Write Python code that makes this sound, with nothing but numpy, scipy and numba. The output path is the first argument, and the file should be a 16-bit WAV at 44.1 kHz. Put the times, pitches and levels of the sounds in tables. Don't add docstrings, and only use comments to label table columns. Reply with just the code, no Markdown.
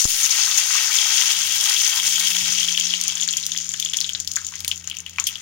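import sys
import numpy as np
from scipy import signal
from scipy.fft import rfft, irfft, next_fast_len
from scipy.io import wavfile
from scipy.ndimage import uniform_filter1d, minimum_filter1d
from numba import njit

SR = 44100
rng = np.random.default_rng(int(sys.argv[2]) if len(sys.argv) > 2 else 0)


def store_wav(level_fs):
    pcm = np.round(np.clip(np.atleast_2d(level_fs), -1, 1) * 32767)
    wavfile.write(sys.argv[1], SR, pcm.T.astype(np.int16))


N = 238625


def undb(db):
    return 10 ** (np.asarray(db) / 20)


def unit(x):
    return x / np.sqrt(np.mean(np.atleast_2d(x)[0] ** 2))


def curves(table):
    s, *columns = np.transpose(table)
    return [np.interp(np.arange(N) / SR, s, c) for c in columns]


def gain_at(hz, points):
    f, db = np.transpose(points)
    low_cut = np.minimum(hz / f[0], 1) ** 2
    return undb(np.interp(np.log(hz + 1), np.log(f), db)) * low_cut


def colour(x, points):
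    size = 4096
    ceps = irfft(np.log(gain_at(np.fft.rfftfreq(size, 1 / SR), points) + 1e-4))
    ceps[1:size // 2] *= 2
    ceps[size // 2 + 1:] = 0
    impulse = irfft(np.exp(rfft(ceps)))
    return signal.fftconvolve(x, impulse)[:N]


def walk(rate_hz):
    hold = int(SR / rate_hz)
    steps = np.repeat(rng.standard_normal(N // hold + 1), hold)
    return uniform_filter1d(steps, hold)[:N]


def split(x, edges_hz):
    size = next_fast_len(x.shape[-1])
    f, spec = np.fft.rfftfreq(size, 1 / SR), rfft(x, size)
    lows = [0 * f] + [1 / (1 + (f / hz) ** 8) for hz in edges_hz] + [1 + 0 * f]
    return [irfft(spec * (b - a), size)[..., :x.shape[-1]] for a, b in zip(lows, lows[1:])]


ALIKE_HZ = 3200


def noise_pair(count):
    low, high = split(rng.standard_normal((2, count)), [ALIKE_HZ])
    return low[0] + high


@njit
def grains(start, hz, cycles, gain, turn, rise, count):
    out = np.zeros(count + 4096)
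    for g in range(len(start)):
        z = gain[g] * np.exp(1j * turn[g])
        unswollen = 1.
        p = np.exp((2j * np.pi - 1 / cycles[g]) * hz[g] / SR)
        q = np.exp(-hz[g] / SR / rise)
        for i in range(min(int(7 * cycles[g] * SR / hz[g]) + 1, 4000)):
            unswollen *= q
            out[start[g] + i] += z.real * (1 - unswollen)
            z *= p
    return out[:count]


def bursts(s, hz, cycles, gain, rise, spread_s):
    lag, turn = rng.standard_normal((len(s), 2)).T
    at = np.array([s, s + .00003 + spread_s * lag]).clip(0, (N - 1) / SR)
    cycles = cycles + 0 * hz
    return np.array([grains((a * SR).astype(int), hz, cycles, gain, 3 * turn, rise, N) for a in at])


# time in s, gain of big bubbles, of middle bubbles, of fine spray, all in dB.
SIZES_DB = [(0, -5, -14, -4.5), (.1, -1.5, 3, 6.5), (.4, 0, -1.5, -5), (1.3, 2, 0.5, -2.5),
            (2.3, -0.5, 1, 0), (2.8, -4.5, 2, -9), (4.0, -1, -2.5, -10.5), (4.6, 0, -4, -6.5),
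            (5.1, 7.5, 8.5, -8), (5.41, 4, -1, -6)]


def sizzle(hot_rate_hz=6000, cool_rate_hz=900, scatter_db=2.5, surge_db=1.0, steam_db=-8):
    big_db, middle_db, fine_db = curves(SIZES_DB)
    dryness = np.linspace(0, 1, N)
    rate_hz = (hot_rate_hz * (cool_rate_hz / hot_rate_hz) ** dryness).clip(100, 20000)
    at = np.flatnonzero(rng.random(N) < rate_hz / SR)
    hz = rng.uniform(448, 16800, len(at))
    scatter = undb(scatter_db * rng.exponential(1, len(at)).clip(0, 4))
    size = scatter * np.sqrt(hz / rate_hz[at])
    bubbles = unit(bursts(at / SR, hz, 0.9, size, 0.15, .00008))
    steam = undb(steam_db - 1.4 * dryness) * noise_pair(N)
    bands = split(bubbles + steam, [2000, 3800, 8000])
    surge = surge_db * (1 + 0.23 * dryness) * walk(40) + 0.6 * walk(150)
    levels_db = (big_db, middle_db, 0, fine_db)
    return sum(b * undb(db + surge + 1.52 * walk(29.866)) for b, db in zip(bands, levels_db))


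# time in s, gain in dB on the sizzle scaled to an overall rms of 1 at the left port.
SIZZLE_LEVEL_DB = [(0, -9), (.05, -17.5), (.07, -24.5), (.14, -19.5), (.3, -14.5), (.7, -14), (1.0, -16),
                   (1.2, -13.5), (1.5, -17.5), (1.7, -15), (2.1, -17.5), (2.4, -17.5), (2.8, -20.5),
                   (3.3, -25), (3.7, -30.5), (4.05, -29), (4.25, -37.5), (4.5, -32), (4.83, -39.5),
                   (4.98, -46), (5.14, -43.5), (5.41, -35)]
FIZZ_DB, FIZZ_S = -32.5, 0.017


def sizzle_gain():
    s, db = np.transpose(POPS)[:2]
    kicks = np.zeros(N)
    kicks[(s * SR).astype(int)] = undb(db + FIZZ_DB) ** 2
    fizz_power = signal.lfilter([1], [1, -np.exp(-1 / (FIZZ_S * SR))], kicks)
    return np.sqrt(undb(curves(SIZZLE_LEVEL_DB)[0]) ** 2 + fizz_power)


# time in s, gain in dB.
BOWL_DB = [(0, -31), (.75, -28), (1.05, 1), (5.41, -11)]
BOWL_HZ, BOWL_WIDTH_HZ = 3270, 300
# time in s, gain in dB.
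PORT_RING_DB = [(0, -23), (2.5, -13.5), (3.3, -2), (5.41, -4.5)]
PORT_RING_HZ, PORT_RING_WIDTH_HZ = 7030, 350


def bowl_and_port_rings(x):
    out = x
    rings = ((BOWL_DB, BOWL_HZ, BOWL_WIDTH_HZ), (PORT_RING_DB, PORT_RING_HZ, PORT_RING_WIDTH_HZ))
    for table, hz, width_hz in rings:
        ring = signal.lfilter(*signal.iirpeak(hz, hz / width_hz, SR), x)
        out = out + undb(curves(table)[0]) * ring
    return out


def kitchen(x, early_db, late_db, early_t60_s=0.018, late_t60_s=0.13):
    t = np.arange(SR // 2) / SR
    fall = 0
    for db, t60_s in ((early_db, early_t60_s), (late_db, late_t60_s)):
        fall = fall + undb(db)[:, None] * unit(undb(-60 * t / t60_s))
    echo = fall * noise_pair(len(t)) / np.sqrt(len(t)) * (t > .001)
    echo[:, 0] = 1
    spec = rfft(echo)
    power = np.abs(spec) ** 2
    spec *= np.sqrt(power.mean(axis=1, keepdims=True) / uniform_filter1d(power, size=150))
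    echo = np.roll(irfft(spec), 128, axis=1)
    return signal.fftconvolve(x, echo, axes=1)[:, 128:N + 128]


# frequency in Hz, gain in dB.
LEFT_PORT_DB = [(500, -48.5), (700, -28.5), (850, -18.5), (1200, -18.5), (1800, -11), (2600, -5.5),
                (3250, -3.5), (4100, -7.5), (5200, -2), (6400, 2.44), (7100, -1.5), (7900, -15),
                (9200, -16), (12500, -19), (14700, -14)]
# frequency in Hz, gain in dB.
RIGHT_PORT_DB = [(500, -43), (750, -30.5), (1200, -21), (1800, -17.5), (2600, -21), (3250, -16.5),
                 (4100, -22), (5000, -15.5), (7400, -19), (8500, -9.5), (10000, -12.5), (11000, -18),
                 (13200, -17.5), (14700, -19)]


def ports(x):
    return np.array([colour(x[0], LEFT_PORT_DB), colour(x[1], RIGHT_PORT_DB)])


# time in s, noise gain in dB.
FLAME_DB = [(0, -61), (1.9, -62.5), (2.38, -62.5), (2.45, -56.5), (2.8, -65), (4, -63.5), (5.41, -65.5)]
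# frequency in Hz, gain in dB.
FLAME_COLOUR_DB = [(20, -4), (50, 6), (120, 2.5), (250, 0.5), (400, -4), (700, -10), (2000, -20)]
# start in s, level in dB before swell and decay, pitch in Hz.
PUFFS_AND_TICK = [(1.451, -42, 60), (2.42, -33.5, 109), (2.492, -33, 152), (3.369, -44, 450)]


def flame(side_db=-6):
    mid = colour(rng.standard_normal(N), FLAME_COLOUR_DB)
    side_colour = [(60, -10.5), (300, -9.5), (450, side_db), (700, -8), (2000, -32)]  # Hz, dB
    side = colour(rng.standard_normal(N), side_colour)
    noise = (mid + side * np.array([[1], [-1]])) / np.sqrt(250 / (SR / 2))
    flutter_db = 1.5 * walk(15)
    s, db, hz = np.transpose(PUFFS_AND_TICK)
    puffs_and_tick = grains((s * SR).astype(int), hz, 1.1 + 0 * s, undb(db), 0 * s - np.pi / 2, 0.25, N)
    return noise * undb(curves(FLAME_DB)[0] + flutter_db) + puffs_and_tick


# time in s, rms of first partial, of second partial, both in dB before wavering.
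HUM_DB = [(0.1, -67, -66.5), (1.3, -66, -67), (1.9, -64, -61), (2.46, -57.5, -49), (2.9, -62.5, -55),
          (3.5, -60, -57.5), (4.0, -57, -56), (4.9, -50.5, -59), (5.41, -56, -59.5)]
# time in s, first partial in Hz before wavering.
HUM_HZ = [(0, 91.5), (1.9, 91), (2.5, 90), (3.5, 87.5), (4.0, 84.5), (4.9, 84.3), (5.41, 85)]
THIRD_DB = -14.5


def hum(waver_db=3.5):
    first_db, second_db = curves(HUM_DB)
    hz = curves(HUM_HZ)[0] * (1 + 0.013 * walk(15))
    phase = 2 * np.pi * np.cumsum(hz) / SR
    partials_db = (first_db, second_db, second_db + THIRD_DB)
    waves = (undb(db + waver_db * walk(12)) * np.sin(k * phase) for k, db in enumerate(partials_db, 1))
    return np.sqrt(2) * sum(waves)


SMALL_RATE_HZ, SMALL_THINNING = 30, 1.5
SMALL_DB, SMALL_SCATTER_DB, SMALL_FADE_DB = -14, 3, -14
SMALL_LOW_HZ, SMALL_HIGH_HZ, SMALL_CRACK_DB = 2710, 7300, -20


def small_pops():
    when, pitch, size = rng.random((int(SMALL_RATE_HZ * N / SR), 3)).T
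    when = when ** SMALL_THINNING
    db = SMALL_DB + SMALL_FADE_DB * when - SMALL_SCATTER_DB * np.log(size.clip(.1, 1))
    hz = SMALL_LOW_HZ + (SMALL_HIGH_HZ - SMALL_LOW_HZ) * pitch
    return np.transpose([when * (N / SR - .01), db, hz, db + SMALL_CRACK_DB])


# start in s, ring level in dB before ring_db, bubble pitch in Hz,
# crack level in dB before crack_db.
POPS = [(0.0434, 8, 7200, -37), (0.0527, 4, 7050, -37), (0.1044, -11, 3060, -21), (0.2316, 12, 6450, -14),
        (0.2401, 3, 6840, -28), (0.2601, 5, 6360, -31), (0.3075, 17, 6240, -31), (0.513, -3, 3460, -19.5),
        (0.5744, -1, 6000, -3), (0.9535, 10, 6870, -23), (0.9859, 0.5, 3380, -38), (1.417, -1, 6600, -28),
        (1.472, -10, 3430, -20), (1.523, -13, 3330, -23), (1.609, -14, 3280, -17), (1.694, -13, 6400, -9),
        (1.7637, -4, 3400, -45), (1.8101, 11.5, 6400, -21), (1.8754, 4, 6230, -23),
        (1.9986, -3.5, 3150, -22), (2.067, -1, 6030, -5), (2.1568, 3, 3270, -12), (2.1962, -14, 6200, -6.5),
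        (2.271, -3, 3150, -35), (2.3658, -4, 3270, -31), (2.5258, -1, 6130, -30), (2.5846, -5, 3200, -39),
        (2.6076, -5, 3110, -42), (2.6295, -1.5, 3210, -30), (2.6475, -6, 3235, -33),
        (2.6844, -1.5, 3240, -38), (2.7059, -8, 3280, -34), (2.7483, -5, 3280, -32), (2.7747, 4, 3100, -19),
        (2.7982, -4, 6260, -16.5), (2.8096, -3, 3100, -39), (2.8525, 1, 5900, -40), (2.87, -2.5, 5710, -37),
        (2.9064, -4.5, 3420, -34), (2.9373, 2, 2980, -53), (3.0117, 1, 6540, -18), (3.0375, -9, 6670, -19),
        (3.0795, -5, 6000, -17.5), (3.099, -5.5, 3200, -36), (3.1533, 0, 7000, -41),
        (3.1712, -9, 3330, -26), (3.198, -10, 3600, -40), (3.2067, -3, 7000, -45), (3.2127, 0, 7000, -33),
        (3.2257, -5, 3370, -40), (3.2327, 2.5, 6700, -34), (3.2766, -1, 7250, -41), (3.2875, 0, 4200, -28),
        (3.3085, -0.5, 7020, -43), (3.328, -10, 6800, -25.5), (3.3354, -3.5, 3220, -31.5),
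        (3.3689, 2, 7200, -16), (3.38, -9, 3100, -40), (3.399, -10, 6500, -23.5), (3.436, -10, 4060, -43),
        (3.4544, -7, 6800, -28), (3.4646, -11, 7100, -16), (3.5175, -0.5, 6320, -35),
        (3.5195, -6.5, 3600, -40), (3.5624, -7.5, 3300, -34), (3.575, -10, 6940, -22.5),
        (3.585, -10, 3140, -33), (3.6098, -4.5, 6700, -45), (3.6442, -9, 7080, -40),
        (3.6656, -8, 6600, -40), (3.6906, -1, 6960, -34), (3.7171, -8, 6800, -39), (3.737, -2, 6940, -36),
        (3.7405, -9.5, 3240, -36), (3.7989, 0, 6330, -17.5), (3.8248, -3.5, 3430, -25),
        (3.8488, -1, 7100, -23.5), (3.8597, -4.5, 3350, -37), (3.8872, -12, 3240, -39),
        (3.8982, -5.5, 7060, -54), (3.9346, -2.5, 3320, -27), (3.944, -4.5, 3340, -37),
        (3.969, 3, 7000, -16), (3.986, -6.5, 3320, -40), (4.004, -5, 7170, -21), (4.0119, -0.5, 4300, -29),
        (4.0433, -3.5, 3760, -41), (4.0638, -9, 6960, -53), (4.0917, -4, 3220, -28),
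        (4.1331, -3.5, 6700, -49), (4.1491, -3, 3870, -43), (4.2005, -6.5, 7400, -26),
        (4.2469, -15, 6800, -33), (4.2748, -4.5, 6490, -22), (4.3157, -12, 7220, -27.5),
        (4.3357, -19, 6380, -30), (4.358, -8, 6600, -23), (4.3632, 3.5, 6960, -26),
        (4.4145, -10.5, 6990, -47), (4.4474, -4, 6800, -48), (4.4659, -1, 6790, -26.5),
        (4.4868, -8, 6010, -49), (4.5207, -15, 6300, -49), (4.5547, -10, 6030, -38),
        (4.604, -23, 3860, -23.5), (4.6465, -12.5, 2270, -24), (4.6784, 3, 6590, -10.5),
        (4.7138, 0.5, 3030, -28), (4.7587, -12, 6900, -37.5), (4.7764, -20, 6500, -34),
        (4.7976, -15.5, 7030, -45), (4.8739, -2, 6750, -35), (4.8984, -13.5, 3200, -28),
        (4.9123, -6.5, 3040, -53), (4.9428, -17, 2870, -48), (4.9682, -14, 2760, -32),
        (4.9862, -7, 7000, -43), (5.0026, -9, 6300, -35), (5.0625, -10, 2970, -38), (5.095, -23, 6580, -34),
        (5.1074, -18, 7040, -47), (5.1603, -24, 3000, -43), (5.1837, -5, 2340, -39), (5.1982, 1, 6900, -19),
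        (5.2401, -1, 6800, -37), (5.2683, -4, 7030, -7.5), (5.2688, 1.5, 3210, -40),
        (5.288, -7.5, 3000, -41), (5.3553, -8, 3190, -36)]


def pops(ring_db=8, crack_db=6, crack_s=0.00051, swell_s=.0007, spray_s=.012, spray_db=-24, count=14):
    s, db, hz, top_db = np.vstack([POPS, small_pops()]).T
    ring_gain = undb(db + ring_db) / gain_at(hz, LEFT_PORT_DB)
    ring = bursts(s + swell_s, hz, 1.97, ring_gain, 2.35, .00005)
    tear = np.zeros(N)
    tear[((s + swell_s) * SR).astype(int)] = undb(top_db + crack_db) / gain_at(10780, RIGHT_PORT_DB)
    tear = signal.lfilter([1], [1, -np.exp(-1 / (crack_s * SR))], tear)
    crack = split(tear * rng.standard_normal((2, N)), [3000])[1]
    late_s = rng.exponential(spray_s, (len(s), count))
    drop_hz = (hz[:, None] * np.exp(0.21 * rng.standard_normal(late_s.shape))).clip(1000, 15000)
    drop_gain = (ring_gain * undb(spray_db))[:, None] * np.exp(-late_s / (3 * spray_s))
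    drop_at_s = s[:, None] + 0.0022 + late_s
    spray = bursts(drop_at_s.ravel(), drop_hz.ravel(), 2.16, drop_gain.ravel(), 0.47, .0001)
    return ring + spray + crack


# sharp tip level in dB, rise constant in s,
# tip fall constant in s, body level in dB.
OVERLOAD = [(-8, 0.000063, 0.00037, -14.5), (-30, .0002, .0006, -13)]
OVERLOAD_S, OVERLOAD_LAG_S, OVERLOAD_BODY_S = .0539, 0.00065, 0.0024


def overload_thump():
    tip_db, rise_s, fall_s, body_db = np.transpose(OVERLOAD)[:, :, None]
    starts_s = np.array([[OVERLOAD_S], [OVERLOAD_S + OVERLOAD_LAG_S]])
    t = (np.arange(N) / SR - starts_s).clip(0)
    undershoot = 0.057 * (1 - np.exp(-t / 0.0063)) * np.exp(-t / 0.096)
    body = np.exp(-t / OVERLOAD_BODY_S) - undershoot
    tip = undb(tip_db) * np.exp(-t / fall_s)
    return (1 - np.exp(-t / rise_s)) * (tip + undb(body_db) * body)


# start in s, level in dB before ring_db and part level, base pitch in Hz.
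BLURPS = [(.242, -28.5, 1320), (.515, -27, 1200), (.706, -23, 1300), (.752, -19.5, 1180), (2.49, -30, 1850),
          (3.097, -51, 1180), (3.17, -32.5, 1620), (3.278, -27, 1740), (3.369, -23, 2300),
          (3.549, -22, 1940), (3.741, -27, 1640), (3.941, -26, 1900), (4.15, -32, 1670),
          (4.3697, -17.5, 1580), (4.42, -37, 1270), (4.524, -36.5, 1040), (4.538, -26, 1970),
          (4.646, -44, 1860), (5.062, -37, 1874), (5.185, -22, 1170)]


def blurps(ring_db=4):
    s, db, hz = np.transpose(BLURPS)
    out = 0
    for ratio, part_db in ((.75, -16), (1, 3), (1.5, -1)):
        gain = undb(db + ring_db + part_db) / gain_at(ratio * hz, LEFT_PORT_DB)
        out = out + bursts(s, ratio * hz, 1.35, gain, 0.061, .00002)
    return out


def scene():
    fry = ports(kitchen(bowl_and_port_rings(sizzle()), [-8, -3], [-10, -5]))
    fry = unit(fry) * sizzle_gain()
    popping = kitchen(bowl_and_port_rings(pops()), [-7, -3], [-12, -7])
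    blurping = kitchen(blurps(), [-4, -4], [-10, -9], early_t60_s=0.13)
    return fry + ports(popping + blurping) + hum() + flame() + overload_thump()


TOP_HZ = 15900


def record(dry):
    gain = 1 / np.maximum(np.abs(dry).max(axis=0), 1)
    gain = uniform_filter1d(minimum_filter1d(gain, size=129), size=65)
    top_cut = signal.ellip(12, .2, 90, TOP_HZ, fs=SR, output="sos")
    return signal.sosfilt(top_cut, dry * gain).clip(-1, 1)


dry = scene()
out = record(dry)
store_wav(out)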